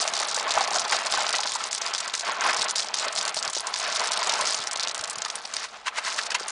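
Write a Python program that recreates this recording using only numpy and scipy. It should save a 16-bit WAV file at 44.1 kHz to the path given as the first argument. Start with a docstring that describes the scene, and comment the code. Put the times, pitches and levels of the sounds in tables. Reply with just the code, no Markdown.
"""Outdoors, round a drain: river stones slide out of a tilted plastic bucket and clatter onto a pile.
Bucket: random touches ring patches of wall as the load surges; single stones knock; shaken grit ends it.
Pile: sharp contact pulses with scatter make the clatter and hard clacks; sparse narrow ticks lie on top.
Ground: low noise follows the clatter; clumps thump. Behind: short scatter, air noise and a faint hum.
"""
import sys
import numpy as np
from scipy import signal
from scipy.fft import rfft, irfft
from scipy.io import wavfile
from scipy.ndimage import uniform_filter1d

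SR = 44100
rng = np.random.default_rng(int(sys.argv[2]) if len(sys.argv) > 2 else 0)


def dump_mix(stems):
    """Bounce the given channels to the path in sys.argv[1] as a 16-bit WAV at rate SR."""
    frames = np.atleast_2d(stems).T  # one column per channel
    limited = np.clip(frames, -1, 1)  # hard clip at full scale
    pcm = np.round(limited * 32767).astype(np.int16)
    wavfile.write(sys.argv[1], SR, pcm)


N = 287071
TIME_S = np.arange(N) / SR

# steady flow over the bucket lip: start_s, level_db
BUCKET_FLOW = [(0.0, -33), (0.34, -36), (0.58, -35), (1.25, -33.5), (1.61, -42), (2.28, -45), (2.46, -28.5),
               (2.81, -39), (3.22, -37), (3.62, -45), (4.22, -30), (4.33, -30.5), (4.56, -37),
               (5.14, -39.5), (5.79, -51), (5.94, -43.5), (6.12, -38.5), (6.5, -39.5)]
FLOW_RUMBLE_DB, FLOW_SCRAPE_DB = -1.04, -3.36  # added to the flow level for each layer
# load slips and sticks again: crest_s, rumble_db, scrape_db, half_length_s
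LOAD_SLIPS = [(0.243, -37, -44, 0.022), (0.46, -34.5, -34.5, 0.059), (0.607, -36, -32, 0.072),
              (0.757, -31, -46, 0.032), (0.854, -29.5, -49, 0.0068), (0.936, -29, -39, 0.022),
              (1.003, -40, -36.5, 0.051), (1.204, -34.5, -33.5, 0.058), (1.346, -27, -25.5, 0.0052),
              (1.454, -31.5, -37, 0.01), (1.64, -38, -39, 0.043), (1.88, -36.5, -34.5, 0.06),
              (2.055, -37, -38, 0.051), (2.292, -29.5, -31.5, 0.04), (2.46, -29.5, -33, 0.064),
              (2.662, -30.5, -33, 0.013), (2.913, -45, -61, 0.015), (3.054, -32.5, -33, 0.033),
              (3.265, -35.5, -35, 0.037), (3.458, -33.5, -35, 0.028), (3.673, -35.5, -39, 0.049),
              (3.866, -33.5, -33, 0.055), (4.024, -30.5, -31.5, 0.037), (4.415, -35.5, -36.5, 0.091),
              (4.848, -40, -38, 0.022), (5.356, -41.5, -46, 0.045), (5.565, -44.5, -41.5, 0.063),
              (5.633, -42, -40, 0.02), (5.755, -44.5, -45.5, 0.028)]
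# wall pitch, low under a heavy load, high where stones run fast over the bare lip: time_s, pitch_hz
WALL_PITCH_CURVE = [(0, 860), (.7, 910), (1.3, 1000), (1.9, 1090), (2.3, 1130), (2.5, 1200), (2.9, 910),
                    (3.5, 960), (4.1, 940), (4.7, 1030), (6.5, 990)]
# hollowness as the bucket turns and empties: time_s, ringing_db
HOLLOW_CURVE = [(0, -48), (2.2, 9), (2.5, -3), (3.2, -17), (3.7, 11.5), (4.1, 5.5), (4.45, -2), (4.7, -15),
                (6.5, -24)]
# air modes of the bucket: pitch_hz, width_hz, gain_db
BUCKET_MODES = [(200, 6, 0), (597, 350, -8.5), (1000, 120, 2), (1400, 330, -8), (1610, 70, 1.5),
                (2030, 89, -4.5), (2657, 76, -9), (2980, 33, -17), (3750, 120, -34)]
# colour of the rumble on the wall: freq_hz, density_db
RUMBLE_SPECTRUM = [(30, -47.5), (110, -28.5), (165, -22), (205, -15), (290, -14.5), (420, -6.5),
                   (530, -4.5), (680, -1.5), (1000, -3.5), (1350, 1), (1800, -15.5), (3000, -31),
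                   (8000, -41)]
# colour of the scraping: freq_hz, density_db
SCRAPE_SPECTRUM = [(150, -49), (600, -54.5), (1100, 11), (1500, 13), (2100, 15.5), (2900, 12.5), (4500, 7),
                   (7000, -86), (10000, -33)]
# stone on bucket wall: start_s, level_db, pitch_hz, cycles_to_crest
WALL_KNOCKS = [(0.052, -15.5, 834, 1.3), (.203, -19.5, 834, 1.4), (0.227, -16, 1270, 2.5),
               (.374, -15.5, 784, 0.64), (.473, -15.5, 1094, 2.3), (.551, -18, 696, 1),
               (.567, -14.5, 674, 2), (.574, -8, 835, 1.2), (.577, -17, 1390, 3), (.591, -16, 825, 1.1),
               (.609, -12, 777, 1.9), (.652, -25, 804, 1.2), (.68, -16.5, 794, 1.7), (.712, -18, 825, 2.1),
               (.755, -20, 764, 1.8), (.757, -22, 1500, 2), (.766, -16.5, 715, 0.99),
               (0.923, -12, 1970, 1.8), (0.928, -13, 1540, 1.6), (.928, -16, 860, 2.2),
               (.943, -24.5, 690, 2.5), (1.062, -19, 1030, 1.8), (1.138, -14, 810, 1.3),
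               (1.174, -15.5, 1050, 1.2), (1.182, -17, 780, 1.7), (1.216, -20, 810, 1.7),
               (1.243, -17, 1310, 1.3), (1.339, -17, 1330, 2.1), (1.389, -18.5, 846, 2.1),
               (1.556, -16.5, 940, 1.6), (1.606, -21.5, 1300, 1.9), (2.14, -16.5, 1610, 0.94),
               (2.421, -16, 1350, 1.1), (2.443, -13, 1360, 1.1), (2.459, -13, 1160, 0.9),
               (2.487, -14, 1400, 1.3), (2.494, -12.5, 1890, 1.5), (2.496, -16, 1000, 1.5),
               (3.366, -24, 607, 1.3), (3.566, -18.5, 587, 0.77), (4.396, -16, 1036, 3.9),
               (5.259, -19.5, 1220, 1.6), (5.873, -26, 1030, 2.1), (5.984, -20, 923, 1.2),
               (6.189, -15, 1500, 1.2), (6.349, -11, 2720, 1.4), (6.351, -20, 1000, 3.7),
               (6.358, -23, 2050, 4), (6.408, -29, 460, 0.93)]
# shakes of the bucket: crest_s, level_db, swell_s, fade_s, bucket_ring_db
BUCKET_SHAKES = [(5.642, -33.5, 0.0058, 0.016, -1), (5.868, -32, 0.0054, 0.0057, 12),
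                 (5.882, -30.5, 0.0068, 0.0063, 14), (5.986, -28.5, 0.017, 0.0072, 9.5),
                 (6.075, -32, 0.03, 0.026, 8), (6.124, -35, 0.0063, 0.0044, -4),
                 (6.188, -27, 0.01, 0.0082, -2), (6.265, -33, 0.0022, 0.0035, -2),
                 (6.306, -28, 0.0021, 0.0055, -16), (6.32, -28.5, 0.0031, 0.0058, 6),
                 (6.348, -24.5, 0.002, 0.007, 7), (6.485, -38.5, 0.0037, 0.024, -2)]
# colour of the shaken grit: freq_hz, density_db
GRIT_SPECTRUM = [(50, -25), (200, -25), (450, -11.5), (800, -7.5), (2000, -0.5), (4500, 3), (7000, -1.5),
                 (10000, -10.5)]

# hardest hits of stone on stone: start_s, level_db, pitch_hz
STONE_CLACKS = [(0.014, -8, 5850), (0.041, -14, 5970), (0.0778, -4, 5000), (0.0847, -14.5, 5170),
                (0.1373, -9, 5530), (0.167, -10, 4500), (0.176, -12, 5900), (0.2005, -7, 5500),
                (0.2343, -15, 5200), (0.286, -10.5, 4830), (0.3135, -11, 5140), (0.3457, -9, 5040),
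                (0.3616, -13.5, 5500), (0.365, -8, 5100), (0.398, -9.5, 4850), (0.429, -17, 5200),
                (0.4925, -16, 5000), (0.5077, -6.5, 4800), (0.5197, -7, 4800), (0.5392, -10.5, 4600),
                (0.5537, -11.5, 5000), (0.5667, -15, 4540), (0.5846, -8, 5470), (0.608, -10.5, 4690),
                (0.6408, -12.5, 5250), (0.676, -9.5, 4480), (0.7074, -14, 5500), (0.733, -12.5, 5610),
                (0.745, -11, 5230), (0.7535, -10, 5450), (0.761, -6.5, 4500), (0.785, -11.5, 4880),
                (0.7957, -7, 5500), (0.818, -11.5, 4340), (0.842, -18, 5290), (0.8506, -18, 5240),
                (0.881, -13.5, 5800), (0.8963, -12, 5310), (0.9224, -8.5, 5350), (0.929, -14, 4360),
                (0.9427, -12, 4420), (0.9665, -8.5, 5300), (0.9893, -12.5, 4810), (1.062, -10.5, 5500),
                (1.0683, -10, 5070), (1.1237, -6, 4200), (1.1383, -10, 4810), (1.1503, -13, 5200),
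                (1.2056, -10, 4140), (1.2252, -19, 4800), (1.2666, -10.5, 4160), (1.2914, -6.5, 4660),
                (1.306, -11, 4600), (1.328, -7.5, 5660), (1.3324, -10, 6090), (1.3523, -8.5, 4940),
                (1.3614, -7.5, 5090), (1.368, -14.5, 5200), (1.385, -9, 4900), (1.405, -9.5, 5050),
                (1.434, -12, 4320), (1.4577, -15, 4600), (1.4665, -15.5, 5790), (1.4734, -9.5, 5060),
                (1.494, -13, 4860), (1.5198, -9.5, 5750), (1.537, -17, 5130), (1.5517, -11, 5500),
                (1.5578, -17.5, 6950), (1.6395, -10.5, 5000), (1.664, -18, 4940), (1.716, -17.5, 5500),
                (1.7295, -8.5, 5700), (1.7435, -21.5, 5700), (1.749, -9.5, 6230), (1.779, -11.5, 4800),
                (1.8175, -9, 4600), (1.8635, -12, 5600), (1.875, -14, 5200), (1.9374, -9, 4530),
                (1.9491, -8.5, 3900), (1.9605, -22, 5040), (1.9811, -11, 5770), (2.004, -10.5, 6200),
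                (2.0786, -13, 5330), (2.098, -17.5, 4340), (2.139, -9, 4820), (2.1516, -9.5, 5300),
                (2.178, -13.5, 4670), (2.1966, -9.5, 5530), (2.209, -12, 4750), (2.4092, -11, 4800),
                (2.5057, -15.5, 6900), (2.532, -11, 4770), (2.5453, -13, 5170), (2.5706, -15.5, 5240),
                (2.6122, -8.5, 4930), (2.6192, -5.5, 4740), (2.6445, -17, 5970), (2.6853, -15.5, 5270),
                (2.695, -17.5, 6030), (2.7015, -15, 5140), (2.7092, -12.5, 5800), (2.758, -8.5, 5070),
                (2.763, -12.5, 5700), (2.782, -9.5, 4830), (2.7955, -7.5, 5170), (2.8033, -11, 5600),
                (2.8153, -16, 5470), (2.845, -18, 5100), (2.8861, -16, 4660), (2.9415, -8, 4960),
                (2.97, -17.5, 5530), (2.9873, -11.5, 4900), (2.997, -11.5, 5170), (3.0833, -12.5, 5840),
                (3.127, -14.5, 5770), (3.153, -14.5, 6000), (3.162, -11.5, 4860), (3.178, -10.5, 4100),
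                (3.188, -10.5, 6000), (3.2124, -10, 5500), (3.2281, -15, 5800), (3.252, -9, 5500),
                (3.261, -17.5, 6150), (3.279, -8.5, 6330), (3.293, -13, 5200), (3.3447, -13.5, 6640),
                (3.368, -13, 5600), (3.3725, -13, 5200), (3.4269, -10, 5800), (3.4504, -12.5, 5350),
                (3.4778, -11.5, 5700), (3.5, -14, 5800), (3.5327, -12.5, 5760), (3.55, -11, 5060),
                (3.5565, -19, 4880), (3.606, -14, 6060), (3.6705, -9, 5790), (3.7403, -9, 4700),
                (3.7618, -8.5, 4400), (3.799, -11.5, 5000), (3.829, -16, 4900), (3.9, -17.5, 4230),
                (3.9256, -12, 4730), (3.9599, -8.5, 3840), (4.0386, -13.5, 4770), (4.057, -13, 4800),
                (4.073, -8.5, 5600), (4.1125, -15.5, 5400), (4.119, -6.5, 5650), (4.1342, -7.5, 5600),
                (4.174, -8, 3950), (4.23, -10, 4800), (4.245, -17, 5320), (4.2722, -10, 5220),
                (4.2952, -4.5, 4630), (4.323, -13, 5480), (4.338, -7, 4480), (4.411, -6.5, 6000),
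                (4.4726, -11, 5160), (4.508, -9, 5860), (4.525, -18, 5100), (4.5451, -7.5, 5040),
                (4.58, -18, 4470), (4.6253, -19, 5170), (4.6397, -14.5, 5170), (4.6725, -8.5, 5900),
                (4.7122, -13.5, 5590), (4.718, -17.5, 6540), (4.732, -12.5, 6000), (4.7596, -10, 4380),
                (4.7728, -13.5, 5530), (4.7968, -9, 5040), (4.8074, -13, 4830), (4.8288, -20, 4810),
                (4.833, -12.5, 5400), (4.8498, -14.5, 4980), (4.8737, -9.5, 3980), (4.8835, -12, 5600),
                (4.896, -14, 4210), (4.913, -16, 5700), (4.9463, -11, 5350), (4.9618, -19, 5170),
                (4.9788, -15, 6430), (4.9927, -13.5, 5330), (5.0112, -14.5, 6000), (5.0401, -8, 5000),
                (5.0774, -16.5, 6700), (5.0983, -14, 6760), (5.107, -13.5, 6600), (5.131, -20, 6000),
                (5.1565, -15.5, 4020), (5.1848, -14, 5760), (5.22, -10.5, 4580), (5.25, -10, 4240),
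                (5.2835, -18, 5700), (5.301, -11, 4870), (5.3556, -12, 7140), (5.385, -30, 4500),
                (5.4545, -17, 3400), (5.5386, -10.5, 5450), (5.5666, -9.5, 5440), (5.5964, -21.5, 4150),
                (6.1263, -17, 4960), (6.2655, -18.5, 4520), (6.3057, -18, 3770), (6.3452, -14, 4800),
                (6.482, -15.5, 6100)]
RING_DB, RING_S = -13.5, 0.0015  # ring of the hollow between stones: level re the hit, decay
BOUNCE_DB, BOUNCE_S = -15.5, (0.00034, 0.00086)  # off the pile: level re the pulse, delay range
NEAR_DB, NEAR_S = -9.5, 0.0006  # scatter among the nearest stones: level, decay
FAR_DB, FAR_S = -19.5, 0.004  # scatter across the whole pile: level, decay
FAR_SPREAD_DB = 4  # far scatter level varies at random from snap to snap, -0.5 to 1.5 times this
BAND_SHIFT_OCTAVES, BAND_RELATIVE_WIDTH = 0.55, 0.33  # scatter band re the snap pitch

# batches of stones spilling onto the pile: start_s, length_s, clatter_db
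PILE_SPILLS = [(0.0, 0.032, -22.5), (0.15, 0.101, -27.5), (0.265, 0.15, -30.5), (0.466, 0.05, -32.5),
               (0.608, 0.042, -26), (0.716, 0.098, -28.5), (0.84, 0.0083, -18), (0.896, 0.067, -25.5),
               (0.99, 0.091, -33), (1.097, 0.14, -27.5), (1.251, 0.032, -30), (1.35, 0.025, -33),
               (1.406, 0.161, -30.5), (1.578, 0.11, -33.5), (1.707, 0.071, -31), (1.813, 0.1, -34.5),
               (1.938, 0.078, -32.5), (2.026, 0.037, -33.5), (2.151, 0.033, -34), (2.25, 0.071, -32.5),
               (2.437, 0.08, -27), (2.565, 0.086, -25), (2.681, 0.037, -27.5), (2.76, 0.071, -26),
               (2.833, 0.044, -36), (2.937, 0.12, -28.5), (3.159, 0.034, -24.5), (3.183, 0.052, -34),
               (3.358, 0.043, -27), (3.416, 0.055, -43), (3.547, 0.051, -25.5), (3.756, 0.12, -29.5),
               (3.87, 0.23, -32.5), (3.947, 0.058, -26), (4.017, 0.055, -38), (4.123, 0.51, -29.5),
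               (4.45, 0.082, -25), (4.585, 0.097, -40.5), (4.799, 0.0078, -27), (4.825, 0.021, -24.5),
               (4.876, .025, -35.5), (5.437, 0.027, -38.5), (5.543, 0.1, -33.5), (6.036, 0.114, -31),
               (6.16, 0.114, -30.5), (6.384, 0.052, -33.5), (6.479, 0.026, -32.5)]
SPILL_ATTACK_S, SPILL_SETTLE_S = 0.00043, 0.0039
# small stones trickling between spills: time_s, clatter_db
PILE_TRICKLE = [(0.0, -34), (0.36, -41.5), (1.41, -54), (1.59, -58.5), (2.3, -36), (2.66, -50), (2.77, -48),
                (3.44, -43), (3.56, -45), (3.87, -35.5), (4.38, -54), (4.56, -59), (4.89, -53), (5.45, -40),
                (5.79, -47), (5.96, -67), (6.08, -47.5), (6.19, -62), (6.5, -39)]
JOSTLE_DB, JOSTLE_S = -15.5, 0.0089  # clatter around a hard hit: level re the hit, decay
# grade of the load, finer at the end: time_s, touches_per_s, strength_spread_db
LOAD_GRADE = [(0, 340, 0.5), (4.4, 380, 1.5), (5.0, 200, 2.5), (5.5, 460, 3), (5.7, 770, 3), (6.5, 2700, 8)]
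# colour of the clatter: freq_hz, density_db
CLATTER_SPECTRUM = [(150, -27.5), (800, 5.5), (2000, -26), (3200, -6), (5000, -0.5), (7000, -4.5),
                    (10000, -8)]

# clumps of stones landing on the ground: start_s, level_db
GROUND_THUDS = [(0.561, -42), (0.712, -50), (0.826, -51), (1.114, -46), (1.172, -45), (2.492, -43),
                (2.589, -39), (3.176, -43), (3.36, -46), (3.472, -44), (4.412, -44), (4.596, -42),
                (4.999, -44), (5.171, -41.5), (5.559, -50)]
# colour of the ground under falling stones: freq_hz, density_db
GROUND_SPECTRUM = [(20, -1.5), (60, -12), (130, -1), (250, -4.5), (600, -35), (2000, -60)]
# colour of the outdoor air: freq_hz, density_db
AIR_SPECTRUM = [(20, -8.5), (60, 0.5), (140, -7.5), (185, -4), (240, 2.5), (320, -4.5), (700, 6),
                (1500, -4.5), (4000, -14), (10000, -37)]
HUM_HZ, HUM_FILTER_WIDTH_HZ, HUM_DB = 204.3, 19, -72.5
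CUTOFF_HZ = 10200


def bucket_levels(flow_db):
    """Rumble and scrape follow the flow; each slip adds a Gaussian swell of power."""
    rumble_power = from_db(flow_db + FLOW_RUMBLE_DB) ** 2
    scrape_power = from_db(flow_db + FLOW_SCRAPE_DB) ** 2
    for crest_s, rumble_db, scrape_db, half_s in LOAD_SLIPS:
        near = slice(*np.searchsorted(TIME_S, [crest_s - 3 * half_s, crest_s + 3 * half_s]))
        swell = np.exp(-((TIME_S[near] - crest_s) / half_s) ** 2)
        rumble_power[near] += swell * from_db(rumble_db) ** 2
        scrape_power[near] += swell * from_db(scrape_db) ** 2
    return 10 * np.log10(rumble_power), 10 * np.log10(scrape_power)


def load_sliding(rumble_db, scrape_db, centre_hz, hollow_db, count=22):
    """Stones tumble along plastic; wall patches ring briefly, strongest near the load's pitch."""
    wall = evened(coloured(contacts(per_s=1200, spread_db=3.0), RUMBLE_SPECTRUM), span_s=0.083)
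    patches = 0
    for hz in np.geomspace(580, 1900, count):
        nearness = np.exp(-(np.log2(hz / centre_hz) / 0.91) ** 2)
        ring = resonance(contacts(per_s=20, spread_db=3.0), hz, 0.1 * hz)
        patches = patches + nearness * rms_one(resonance(ring, hz, hz))
    rumble = wall + from_db(2.0) * evened(patches, span_s=0.056)
    hollow = from_db(hollow_db - 7.0) * in_bucket(rumble)
    rumble = evened(rumble + hollow, span_s=0.3)
    scrape = evened(coloured(contacts(per_s=1500, spread_db=2.0), SCRAPE_SPECTRUM), span_s=0.96)
    return from_db(rumble_db + 0.72) * rumble + from_db(scrape_db - 0.5) * scrape


def in_bucket(x):
    """Air modes of the bucket: parallel resonances."""
    return sum(from_db(gain_db) * resonance(x, hz, width_hz) for hz, width_hz, gain_db in BUCKET_MODES)


def knocks():
    """Single stones strike the damped wall: a blunt tock and two modes that differ from spot to spot."""
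    out = np.zeros(N)
    for start_s, level_db, hz, cycles in WALL_KNOCKS:
        low = impact(hz, cycles, scatter_db=-3.5, scatter_s=0.0065, width=0.73 / cycles)
        high_hz = hz * rng.uniform(1.297, 1.5)
        high = impact(high_hz, cycles=3.7, scatter_db=1.5, scatter_s=0.0055, width=0.91)
        tock = impact(hz * 1.06, cycles=0.38, scatter_db=-3, scatter_s=0.0072, width=0.5)
        knock = from_db(level_db - 3.0) * (low + from_db(-9.0) * high + from_db(-5.5) * tock)
        # a small patch of wall radiates little below its own pitch
        highpass = signal.butter(3, 0.51 * hz, "high", fs=SR, output="sos")
        add(out, start_s, signal.sosfilt(highpass, knock))
    return out


def shaken_grit(count=28):
    """Shakes throw grit and pebbles along the wall, ringing its patches and the empty bucket."""
    grit = evened(coloured(contacts(per_s=2900, spread_db=1.7), GRIT_SPECTRUM), span_s=0.012)
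    pebbles = 0
    for hz in np.geomspace(950, 3000, count):
        ring = resonance(contacts(per_s=22, spread_db=1.5), hz, 0.071 * hz)
        pebbles = pebbles + resonance(ring, hz, hz)
    rattle = grit + from_db(-6.0) * evened(pebbles, span_s=0.017)
    direct, hollow = 0, 0
    for crest_s, level_db, swell_s, fade_s, ring_db in BUCKET_SHAKES:
        age = np.maximum((crest_s - TIME_S) / swell_s, (TIME_S - crest_s) / fade_s)
        stroke = from_db(level_db) * np.exp(-np.minimum(age, 20))
        direct = direct + stroke
        hollow = hollow + from_db(ring_db) * stroke
    return from_db(1.5) * rattle * direct + in_bucket(rattle * hollow)


def snap(hz, size=1024):
    """Two pebbles meet: a sharp pressure pulse, its bounce and a brief coloured scatter; peak 1."""
    t = np.arange(size) / SR
    swing = np.pi * (hz * t - 1)
    pulse = (1 - 2 * swing ** 2) * np.exp(-swing ** 2)
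    bounce = from_db(BOUNCE_DB) * np.roll(pulse, int(rng.uniform(*BOUNCE_S) * SR))
    band_hz = hz * 2 ** (BAND_SHIFT_OCTAVES * rng.uniform(-0.64, 1))
    noise = np.convolve(rng.standard_normal(size), pulse[:size // 16])[:size]
    scatter = rms_one(resonance(noise, band_hz, BAND_RELATIVE_WIDTH * band_hz))
    far_db = FAR_DB + FAR_SPREAD_DB * (2 * rng.random() - 0.5)
    dying = from_db(NEAR_DB) * np.exp(-t / NEAR_S) + from_db(far_db) * np.exp(-t / FAR_S)
    sound = pulse + bounce + dying * scatter
    return rng.choice([-1, 1]) * sound / np.abs(sound).max()


def clacks(hits, graze_db, tock_db):
    """Hard stone-on-stone hits: a light graze, the snap, a short ring and a duller tock from beneath."""
    out = np.zeros(N)
    t = TIME_S[TIME_S < 10 * RING_S]
    for start_s, level_db, hz in hits:
        add(out, start_s - rng.uniform(0.00043, 0.0035), from_db(level_db + graze_db) * snap(hz))
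        add(out, start_s, from_db(level_db - 1.5) * snap(hz))
        ring_hz = hz * 2 ** rng.uniform(-0.48, 0.688)
        ring = np.sin(2 * np.pi * ring_hz * t) * np.exp(-t / RING_S)
        add(out, start_s, from_db(level_db + RING_DB) * ring)
        tock_hz = hz * rng.uniform(0.14, 0.51)
        tock = impact(tock_hz, cycles=0.58, scatter_db=-7.5, scatter_s=0.0049, width=0.75, size=1280)
        add(out, start_s, from_db(level_db + tock_db) * tock)
    # pebbles are too small to radiate bass
    return signal.sosfilt(signal.butter(2, 380, "high", fs=SR, output="sos"), out)


def pile_level(trickle_db, hits):
    """Power of the trickle, plus spills that start at once and settle, plus a rattle after hard hits."""
    power = from_db(trickle_db) ** 2
    for start_s, length_s, clatter_db in PILE_SPILLS:
        age_s = np.arange(int((length_s + 10 * SPILL_SETTLE_S) * SR)) / SR
        attack = np.minimum(age_s / SPILL_ATTACK_S, 1)
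        settling = np.exp(-np.maximum(age_s - length_s, 0) / SPILL_SETTLE_S)
        add(power, start_s, (from_db(clatter_db) * attack * settling) ** 2)
    jostle = np.exp(-TIME_S[TIME_S < 10 * JOSTLE_S] / JOSTLE_S)
    for start_s, level_db, _ in hits:
        add(power, start_s, (from_db(level_db + JOSTLE_DB) * jostle) ** 2)
    return 10 * np.log10(power)


def pile_clatter(clatter_db, per_s, spread_db, count=36):
    """Pebbles of many sizes land and jostle, each size with a snap of its own."""
    touches = contacts(per_s, spread_db)
    size_index = rng.integers(0, count, N)
    clicks = 0
    for k, hz in enumerate(np.geomspace(2800, 8500, count)):
        clicks = clicks + signal.oaconvolve(touches * (size_index == k), snap(hz))[:N]
    return from_db(clatter_db - 4.5) * evened(coloured(clicks, CLATTER_SPECTRUM), span_s=0.048)


def bright_ticks(clatter_db, count=36):
    """Sparse narrow ticks, 3.4 to 9.8 kHz, random in time, following the clatter level."""
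    ticks = 0
    for hz in np.geomspace(3400, 9800, count):
        ticks = ticks + resonance(contacts(per_s=4.5, spread_db=2.0), hz, 0.026 * hz)
    return from_db(clatter_db - 14) * evened(ticks, span_s=0.18)


def ground_thuds(clatter_db):
    """Ground takes the weight of falling stones as low noise; a clump lands with a dead thump."""
    out = from_db(clatter_db - 40.0) * coloured(rng.standard_normal(N), GROUND_SPECTRUM)
    for start_s, level_db in GROUND_THUDS:
        thud_hz = rng.uniform(83, 125)
        thud = impact(thud_hz, cycles=0.2, scatter_db=1.0, scatter_s=0.024, width=3.6)
        add(out, start_s, from_db(level_db + 1.5) * thud)
    return out


def yard(x, wet_db, t60_s, size=16384):
    """Faint, dull scatter from the ground and things around: decaying noise after a 4 ms gap."""
    t = np.arange(size) / SR
    decay = from_db(-60 * t / t60_s) * (t > 0.004)
    tail = resonance(rng.standard_normal(size), 1200, 3400) * decay
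    return x + from_db(wet_db) * signal.oaconvolve(x, tail / np.linalg.norm(tail))[:N]


def background():
    """Quiet outdoor air as coloured noise; a faint wavering hum as narrow-band noise."""
    hum = rng.standard_normal(N)
    for _ in range(2):
        hum = resonance(hum, HUM_HZ, HUM_FILTER_WIDTH_HZ)
    air = from_db(-59) * coloured(rng.standard_normal(N), AIR_SPECTRUM)
    return air + from_db(HUM_DB) * rms_one(hum)


def contacts(per_s, spread_db):
    """Random touches, many weak and a few strong."""
    sizes = from_db(spread_db * np.minimum(rng.exponential(1, N), 4)) * rng.choice([-1, 1], N)
    return sizes * (rng.random(N) < per_s / SR)


def impact(hz, cycles, scatter_db, scatter_s, width, size=3072):
    """A few cycles from the contact, then scatter among things nearby (width re hz); peak 1."""
    t = np.arange(size) / SR
    age = t * hz / cycles
    direct = age * np.exp(1 - age) * np.sin(2 * np.pi * hz * t + rng.uniform(0, 2 * np.pi))
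    noise = rms_one(resonance(rng.standard_normal(size), hz, width * hz))
    scatter = noise * (1 - np.exp(-age / 2)) * np.exp(-t / scatter_s)
    sound = direct + from_db(scatter_db) * scatter
    return sound / np.abs(sound).max()


def resonance(x, hz, width_hz):
    """Two-pole resonance, gain 1 on top."""
    r = np.exp(-np.pi * width_hz / SR)
    zeros = np.array([1, 0, -1]) * (1 - r * r) / 2
    poles = [1, -2 * r * np.cos(2 * np.pi * hz / SR), r * r]
    return signal.lfilter(zeros, poles, x + 1e-18)


def coloured(x, spectrum, size=4096):
    """Causal (minimum-phase) filter with the given spectrum; rms 1."""
    hz, db = np.transpose(spectrum)
    grid_hz = np.maximum(np.arange(size // 2 + 1) * SR / size, 1)
    gain = from_db(np.interp(np.log(grid_hz), np.log(hz), db))
    cepstrum = irfft(np.log(gain))
    response = irfft(np.exp(rfft(2 * cepstrum[:size // 2], size) - cepstrum[0]))
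    return rms_one(signal.oaconvolve(x, response)[:N])


def evened(x, span_s):
    """Hold the level steady over span_s and keep the finer grain."""
    power = uniform_filter1d(x ** 2, int(span_s * SR) + 1)
    power = uniform_filter1d(power, int(span_s * SR / 2) + 1)
    return x / np.sqrt(np.maximum(power, 0) + 1e-4 * np.mean(x ** 2))


def from_db(db):
    """Amplitude ratio."""
    return 10 ** (np.asarray(db) / 20)


def rms_one(x):
    """Scale to rms 1."""
    return x / np.sqrt(np.mean(x ** 2) + 1e-20)


def in_time(rows):
    """Columns of a curve table, one value a sample."""
    time_s, *columns = np.transpose(rows)
    return [np.interp(TIME_S, time_s, column) for column in columns]


def add(out, start_s, sound):
    """Mix a short sound in at start_s."""
    i = int(np.clip(round(start_s * SR), 0, N - 1))
    out[i:i + len(sound)] += sound[:N - i]


def scene():
    """Bucket, pile and ground in the open air."""
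    clatter_db = pile_level(*in_time(PILE_TRICKLE), STONE_CLACKS)
    rumble_db, scrape_db = bucket_levels(*in_time(BUCKET_FLOW))
    bucket = load_sliding(rumble_db, scrape_db, *in_time(WALL_PITCH_CURVE), *in_time(HOLLOW_CURVE))
    bucket = bucket + knocks() + shaken_grit()
    pile = clacks(STONE_CLACKS, graze_db=-9.5, tock_db=-17.0)
    pile = pile + pile_clatter(clatter_db, *in_time(LOAD_GRADE)) + bright_ticks(clatter_db)
    ground = ground_thuds(clatter_db)
    return (yard(bucket + pile + ground, wet_db=-20.5, t60_s=0.012) + background())[None]


def record(dry):
    """Steep elliptic low-pass cuts the top."""
    lowpass = signal.ellip(10, 0.3, 70, CUTOFF_HZ, fs=SR, output="sos")
    return signal.sosfilt(lowpass, dry)


dry = scene()
out = record(dry)
dump_mix(out)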